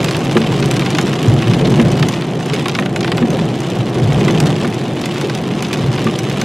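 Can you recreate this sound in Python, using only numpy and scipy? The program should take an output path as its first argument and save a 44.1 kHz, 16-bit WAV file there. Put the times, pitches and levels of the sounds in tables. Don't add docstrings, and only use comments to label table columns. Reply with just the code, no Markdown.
import sys
import numpy as np
from scipy import signal
from scipy.io import wavfile
from scipy.ndimage import uniform_filter1d

SR = 44100
rng = np.random.default_rng(int(sys.argv[2]) if len(sys.argv) > 2 else 0)


def to_wav(sig):
    pcm = np.clip(np.atleast_2d(sig), -1, 1) * 32767
    pcm = np.round(pcm).astype(np.int16)
    wavfile.write(sys.argv[1], SR, pcm.T)


def invert_db(level):
    return 10 ** (np.asarray(level, dtype=float) / 20)


N = 284004

# [t/s, boom level/dB, f/Hz, suspension jolt 0-1]
ROAD_BUMPS = [(.51, -14, 131, .35), (1.275, 1, 128.6, .95), (1.329, -3, 132, .5), (1.454, -7, 118, 0.6),
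              (1.49, 0, 145.5, .95), (1.69, -5, 145, .1), (1.79, -12, 130, 0.2), (1.86, -7, 134, .1),
              (2.001, -5, 130, .05), (3.439, -8, 143, 0), (3.781, -3, 137, 0.4), (4.015, -4.5, 125, 0.5),
              (4.085, -6, 141, .7), (5.8, -7, 141, .1), (5.835, -5, 146, .1), (5.874, -2, 129.7, 0.1),
              (6.05, -3, 150, 0.4)]
# [t/s, level/dB]
SHOWER_LEVEL = [(0.0, -27), (0.25, -28), (1.25, -29), (1.5, -28), (1.75, -28.5), (2.0, -28), (2.3, -35),
                (2.6, -29), (2.88, -37), (3.05, -35.5), (3.4, -31.5), (3.8, -33), (4.2, -28), (4.9, -33),
                (5.15, -29.5), (5.45, -32), (6.3, -29), (6.44, -30)]
# [t/s, thump/dB, clack/dB, blade knock on glass/dB]
WIPER_TURNS = [
    (.356, -1.5, -4.5, -6.5),
    (1.785, -4.5, -4, -9),
    (3.213, -9, -12.5, -18),
    (4.635, -12.5, -8, -16),
    (6.057, -14, -7.5, -14),
]
FLIP_S = 0.0125


def evened(x):
    return x / np.sqrt(np.mean(x ** 2) + 1e-20)


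def read(points, hz):
    f, value = np.transpose(points)
    return np.interp(np.log(hz + 1), np.log(f + 1), value)


def colour(x, points):
    hz = np.abs(np.fft.fftfreq(8192, 1 / SR))
    log_gain = np.log(invert_db(np.maximum(read(points, hz), -100)))
    response = np.exp(np.conj(signal.hilbert(log_gain)))
    taps = np.fft.ifft(response).real[:4096]
    return signal.oaconvolve(x, taps)[:len(x)]


def add(mix, s, sound):
    part = mix[round(s * SR):][:len(sound)]
    part += sound[:len(part)]


def control(table, axis):
    rows = np.array(table)
    return np.interp(np.arange(N) / SR, rows[:, 0], rows[:, axis])


def rings(t, hz, db, t60, phase):
    decay = invert_db(db - 60 * t[:, None] / t60)
    return (decay * np.sin(2 * np.pi * (hz * t[:, None] + phase))).sum(1)


def bursts(strikes, rise_s, t60_s):
    t = np.arange(2000) / SR
    puff = np.minimum(t / rise_s, 1) * invert_db(-60 * t / t60_s)
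    power = signal.oaconvolve(strikes ** 2, puff ** 2)[:N]
    return np.sqrt(abs(power)) * rng.standard_normal(N)


def road(lump_db=1.44, steady=0.3):
    # [f/Hz, level/dB]
    boom_spectrum = [(35, -20), (60, -29), (81, -16), (138, 4.5), (296, -10.5), (320, -13.5), (420, -13),
                     (700, -120)]
    drone_spectrum = [(120, -40.5), (200, -2), (278, -6), (344, 0), (417, -6), (667, -12.5), (738, -10),
                      (912, -20), (1020, -21), (1370, -27.5), (1800, -27), (2340, -34), (3960, -120)]
    heave_spectrum = [(15, -32), (30, -37), (55, 28), (80, 11), (120, -47)]
    # [t/s, level/dB]
    roughness = [(0.0, 1), (0.3, 2.5), (0.42, 3), (0.54, 3), (1.42, 2), (1.58, 6), (1.72, 6), (2.04, 5),
                 (2.12, -2.5), (3.4, 2), (3.74, -2.5), (3.98, 4.5), (4.05, 5.5), (4.44, 9.5), (4.57, -1.5),
                 (5.74, -2.5), (5.85, -0.5), (6.44, -1)]
    # [smooth-road level/dB, slope/(dB per dB of roughness), bump lift/dB]
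    follow_road = [
        (-18.5, 0.86, 3),
        (-20, 0.56, 1.1),
        (-47.5, 1.5, 18),
    ]
    lag_s, rise_s, fall_s = 0.033, 0.02, 0.048

    out, t, jolt = np.zeros(N), np.arange(N) / SR, np.zeros(N)
    for s, _, _, size in ROAD_BUMPS:
        since = t - (s + lag_s)
        jolt += abs(size) * np.exp(-np.where(since < 0, -since / rise_s, since / fall_s))
    lumps = uniform_filter1d(rng.standard_normal(N), size=3000)
    lumps = evened(uniform_filter1d(lumps, size=3000))
    drive_db = control(roughness, axis=1) + lump_db * lumps
    spectra = [boom_spectrum, drone_spectrum, heave_spectrum]
    for spectrum, (level_db, slope, lift_db) in zip(spectra, follow_road):
        shake = colour(rng.standard_normal(N), spectrum)
        shake /= uniform_filter1d(shake ** 2, size=4000) ** steady + 1e-9
        out += invert_db(level_db + slope * drive_db + lift_db * np.sqrt(jolt)) * evened(shake)
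    return out


def patter(per_s=650, spread_db=4.5, hiss_db=-9):
    # [f/Hz, level/dB]
    patter_spectrum = [(530, -33.5), (900, -3.5), (1030, -0.5), (1530, -6.5), (3000, -3.5), (3550, -6),
                       (4410, -12), (7580, -19.5), (10800, -29), (13400, -36), (16000, -47)]
    draw, size = rng.random(N), rng.exponential(1, N)
    strikes = invert_db(spread_db * np.minimum(size, 3.0)) * (draw < per_s / SR)
    spray = invert_db(hiss_db) * rng.standard_normal(N)
    fizz = evened(bursts(strikes, 0.0003, 0.008)) + spray
    return invert_db(control(SHOWER_LEVEL, axis=1) + 1.5) * evened(colour(fizz, patter_spectrum))


def thuds(thud_db=-5, bump_db=-4):
    # [t/s, level/dB, f/Hz]
    heavy_drops = [(0.491, -7, 328), (0.691, -10.5, 430), (0.939, -8, 261), (1.035, -1.5, 328),
                   (1.609, -2, 419), (1.644, -8, 360), (2.528, -10, 313), (2.579, -7, 340),
                   (3.235, -3, 243), (3.327, -2.5, 403), (3.859, -17, 374), (4.197, -6, 258),
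                   (4.27, 0, 280), (4.4, -3.5, 334), (5.232, -6, 337), (5.842, -18, 337),
                   (6.38, -10.5, 264)]
    out, t = np.zeros(N), np.arange(12000) / SR
    for rows, trim_db, octaves, cycles in [(heavy_drops, thud_db, 0.9, 26), (ROAD_BUMPS, bump_db, 0.3, 30)]:
        for (s, db, hz, *_), c in zip(rows, rng.random((len(rows), 2, 6))):
            modes_hz = hz * 2 ** (octaves * (c[0] - 0.5))
            drum = rings(t, modes_hz, 0, cycles / hz, 0.42 * c[1])
            drum *= np.minimum(t * hz / 1.42, 1)
            add(out, s, invert_db(db + trim_db) * drum / abs(drum).max())
    return out


def wiper():
    # [f/Hz, level/dB, t60/s, delay after arm stop/FLIP_S (0: struck by the arm, above 0: by the blade)]
    wiper_modes = [
        (232, 1, 0.16, 0),
        (346, 3.5, 0.1, 0),
        (470, -1, 0.086, 0),
        (1180, -3, 0.04, 0.86),
        (1730, -5, 0.045, 1),
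        (221, -4, 0.14, 1),
    ]
    out, t = np.zeros(N), np.arange(6000) / SR
    for s, thump_db, clack_db, _ in WIPER_TURNS:
        for hz, db, t60_s, blade in wiper_modes:
            near = rng.random((2, 4))
            modes_hz = hz * (0.962 + 0.085 * near[0])
            ring = rings(t, modes_hz, 0, t60_s, 0.3 * near[1])
            ring *= np.minimum(t * hz / 1.13, 1)
            hit_db = clack_db if blade else thump_db
            add(out, s + blade * FLIP_S, invert_db(hit_db + db - 3) * ring / abs(ring).max())
    return out


def strikes_all(count=130):
    # [t/s, knock/dB, panel ring centre f/Hz]
    roof_drops = [(0.0416, -20, 3800), (0.084, -14, 2440), (0.146, -15.5, 2410), (0.416, -14.5, 2560),
                  (0.626, -13.5, 2690), (0.8202, -14, 2260), (0.8622, -13, 2660), (1.1327, -17.5, 2180),
                  (1.422, -14, 2340), (1.653, -15, 2860), (2.6949, -16, 3080), (2.1372, -17.5, 3190),
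                  (2.221, -16.5, 2540), (2.4982, -17, 2700), (2.562, -18, 2670), (2.6574, -9.5, 2200),
                  (2.8234, -17, 2130), (3.0773, -13.5, 2550), (3.18, -11.5, 2180), (3.029, -17, 3100),
                  (4.1216, -16, 1980), (4.2403, -18, 2630), (4.2803, -11.5, 2170), (4.3005, -15.5, 2000),
                  (4.4667, -17, 2800), (5.0382, -20, 2700), (5.2967, -16.5, 2640), (5.648, -16.5, 3070),
                  (5.738, -18, 2990), (5.981, -17, 2200)]
    # [t/s, splash/dB]
    glass_drops = [(0.044, -11.5), (.1666, -16.5), (0.6023, -21.5), (.741, -24), (1.228, -18), (1.282, -18),
                   (1.3386, -20.5), (1.7022, -20), (1.8142, -19.5), (1.917, -20.5), (1.9692, -26),
                   (2.4589, -23), (2.5399, -20.5), (2.798, -23), (3.1713, -20.5), (3.3031, -19.5),
                   (3.6035, -21.5), (3.7013, -24), (3.9857, -29), (4.2476, -22), (4.3083, -20),
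                   (4.458, -19), (4.471, -20), (4.676, -22.5), (4.7432, -22.5), (5.0153, -20.5),
                   (5.738, -23), (6.043, -20.5), (6.1889, -16), (6.2978, -22)]
    # [t/s, knock/dB, ring centre f/Hz, splash/dB]
    hailstones = [(.1098, -17, 2600, -16.5), (.3115, -17.5, 2590, -23), (.3742, -28, 2600, -20),
                  (.6576, -22, 2820, -15), (.7113, -13, 2700, -13), (.7654, -15, 3050, -20),
                  (.7943, -14, 2350, -19), (.9034, -18, 2540, -18.5), (.9488, -11, 2630, -20),
                  (.9844, -6.5, 2390, -14), (1.012, -18, 2770, -18), (1.535, -12.5, 2750, -22),
                  (2.0266, -8.5, 2510, -18.5), (2.086, -15.5, 2930, -12), (2.5344, -12.5, 2750, -22),
                  (2.6827, -12.5, 2500, -17), (2.7502, -12, 2650, -22), (2.7877, -5.5, 1960, -23),
                  (2.859, -14.5, 2380, -25), (2.9603, -10.5, 2240, -19), (3.0069, -15.5, 3080, -21),
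                  (3.0453, -11.5, 2140, -25), (3.1178, -9.5, 2400, -21), (4.4017, -12, 2880, -9.5),
                  (5.0572, -15, 2600, -18.5), (5.2114, -17, 2570, -19), (5.3494, -20, 2580, -18.5),
                  (5.624, -18.5, 2200, -16.5), (5.7298, -10.5, 2630, -16.5), (6.4139, -13, 2910, -12.5)]
    spread_db = 3

    c = rng.random((count, 4))
    s = (np.arange(count) + c[:, 0]) / count * (N / SR - 0.01)
    shower_db = np.interp(s, *np.transpose(SHOWER_LEVEL))
    knock_db = shower_db + 0.5 + spread_db * c[:, 1]
    splash_db = shower_db + 2.5 + spread_db * (c[:, 3] - 0.5)
    small = np.transpose([s, knock_db, 2600 * (0.8 + 0.397 * c[:, 2]), splash_db])
    roof = [(s, db, hz, db - 14.5) for s, db, hz in roof_drops]
    glass = [(s, db - 2, 2750, db) for s, db in glass_drops]
    blade = [(s + FLIP_S, db, 1930, db - 18) for s, _, _, db in WIPER_TURNS]
    return np.vstack([hailstones, roof, glass, blade, small])


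def ticks(rows, tick_db=1, crack_db=9, splash_t60_s=0.008):
    # [f/Hz, level/dB]
    tick_spectrum = [(2000, -53), (4000, -7.5), (6000, -0.5), (10000, -9.5), (13000, -16), (16500, -32)]
    strikes = np.zeros(N)
    for s, _, _, db in rows:
        add(strikes, s + 0.00054, invert_db(np.array([db + tick_db])))
    gain = np.linalg.norm(colour(np.eye(1, 4096)[0], tick_spectrum))
    splash = bursts(strikes, 0.0004, splash_t60_s)
    return colour(splash + invert_db(crack_db) * strikes, tick_spectrum) / gain


def drops(rows, knock_db=4, scatter=0.31):
    out, t = np.zeros(N), np.arange(1600)[:, None] / SR
    for (s, db, hz, _), c in zip(rows, rng.random((len(rows), 2, 40))):
        octaves = 3.4 * ((np.arange(40) + c[0]) / 40 - 0.65)
        modes_hz = hz * 2 ** octaves
        late_s = np.maximum(t - 0.000815 * 2 ** (-0.8 * octaves), 0)
        t60_s = 0.027 * 2 ** (-0.3 * octaves)
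        hump_db = -np.where(octaves > 0, 7.5, 2.8) * octaves ** 2
        ring = invert_db(hump_db - 60 * late_s / t60_s) * np.minimum(late_s * modes_hz, 1)
        knock = (ring * np.sin(2 * np.pi * (modes_hz * late_s + scatter * c[1]))).sum(1)
        add(out, s - 0.0008, invert_db(db + knock_db) * knock / abs(knock).max())
    return out


def cabin(x):
    # [f/Hz, t60/s]
    cabin_t60 = [(500, 0.18), (1500, 0.031), (4000, 0.047), (10000, 0.062)]
    out, turn = np.zeros(N), 2 * np.pi * 9.0 * np.arange(N) / SR
    for k in range(3):
        taps = np.zeros(8000)
        places = np.arange(60, 7980, 20) + rng.integers(0, 20, 396)
        taps[places] = rng.choice([-1., 1.], 396)
        hz, t, z = signal.stft(taps, SR, nperseg=128)
        decay = invert_db(-60 * t / read(cabin_t60, hz)[:, None])
        tail = signal.istft(z * decay, SR, nperseg=128)[1]
        share = np.sqrt(2 / 3) * np.cos(turn + k * np.pi * 2 / 3)
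        out += signal.oaconvolve(x * share, tail / np.linalg.norm(tail))[:N]
    return out


def scene():
    # [f/Hz, side over mid/dB]
    side_spectrum = [(30, -43), (100, -42), (200, -33), (400, -24), (950, -22), (2400, -17), (6000, -12),
                     (15000, -15.5)]
    rows = strikes_all()
    hits = drops(rows) + ticks(rows) + thuds() + wiper() + patter()
    mid = hits + invert_db(-6.5) * cabin(hits) + road()
    place = evened(uniform_filter1d(rng.standard_normal(N), size=400))
    apart = invert_db(5) * cabin(hits) + invert_db(4.0) * place * hits + road()
    side = invert_db(-6.5) * colour(apart, side_spectrum)
    lean = invert_db(-23) * colour(hits, [(500, -16), (3000, -6), (16000, -4)])
    return np.array([mid + side - lean, mid - side + lean])


def low_pass(x):
    return signal.sosfilt(signal.butter(12, 16260, fs=SR, output="sos"), x)


def record(dry):
    bass_cut = signal.butter(2, 32, "high", fs=SR, output="sos")
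    cut = signal.sosfilt(bass_cut, dry)
    soft = np.tanh(cut * 0.91) / 0.98
    edge = signal.firwin(255, 16200, window=("kaiser", 5), fs=SR)[None]
    return low_pass(signal.oaconvolve(soft, edge, "same"))


dry = scene()
out = record(dry)
to_wav(out)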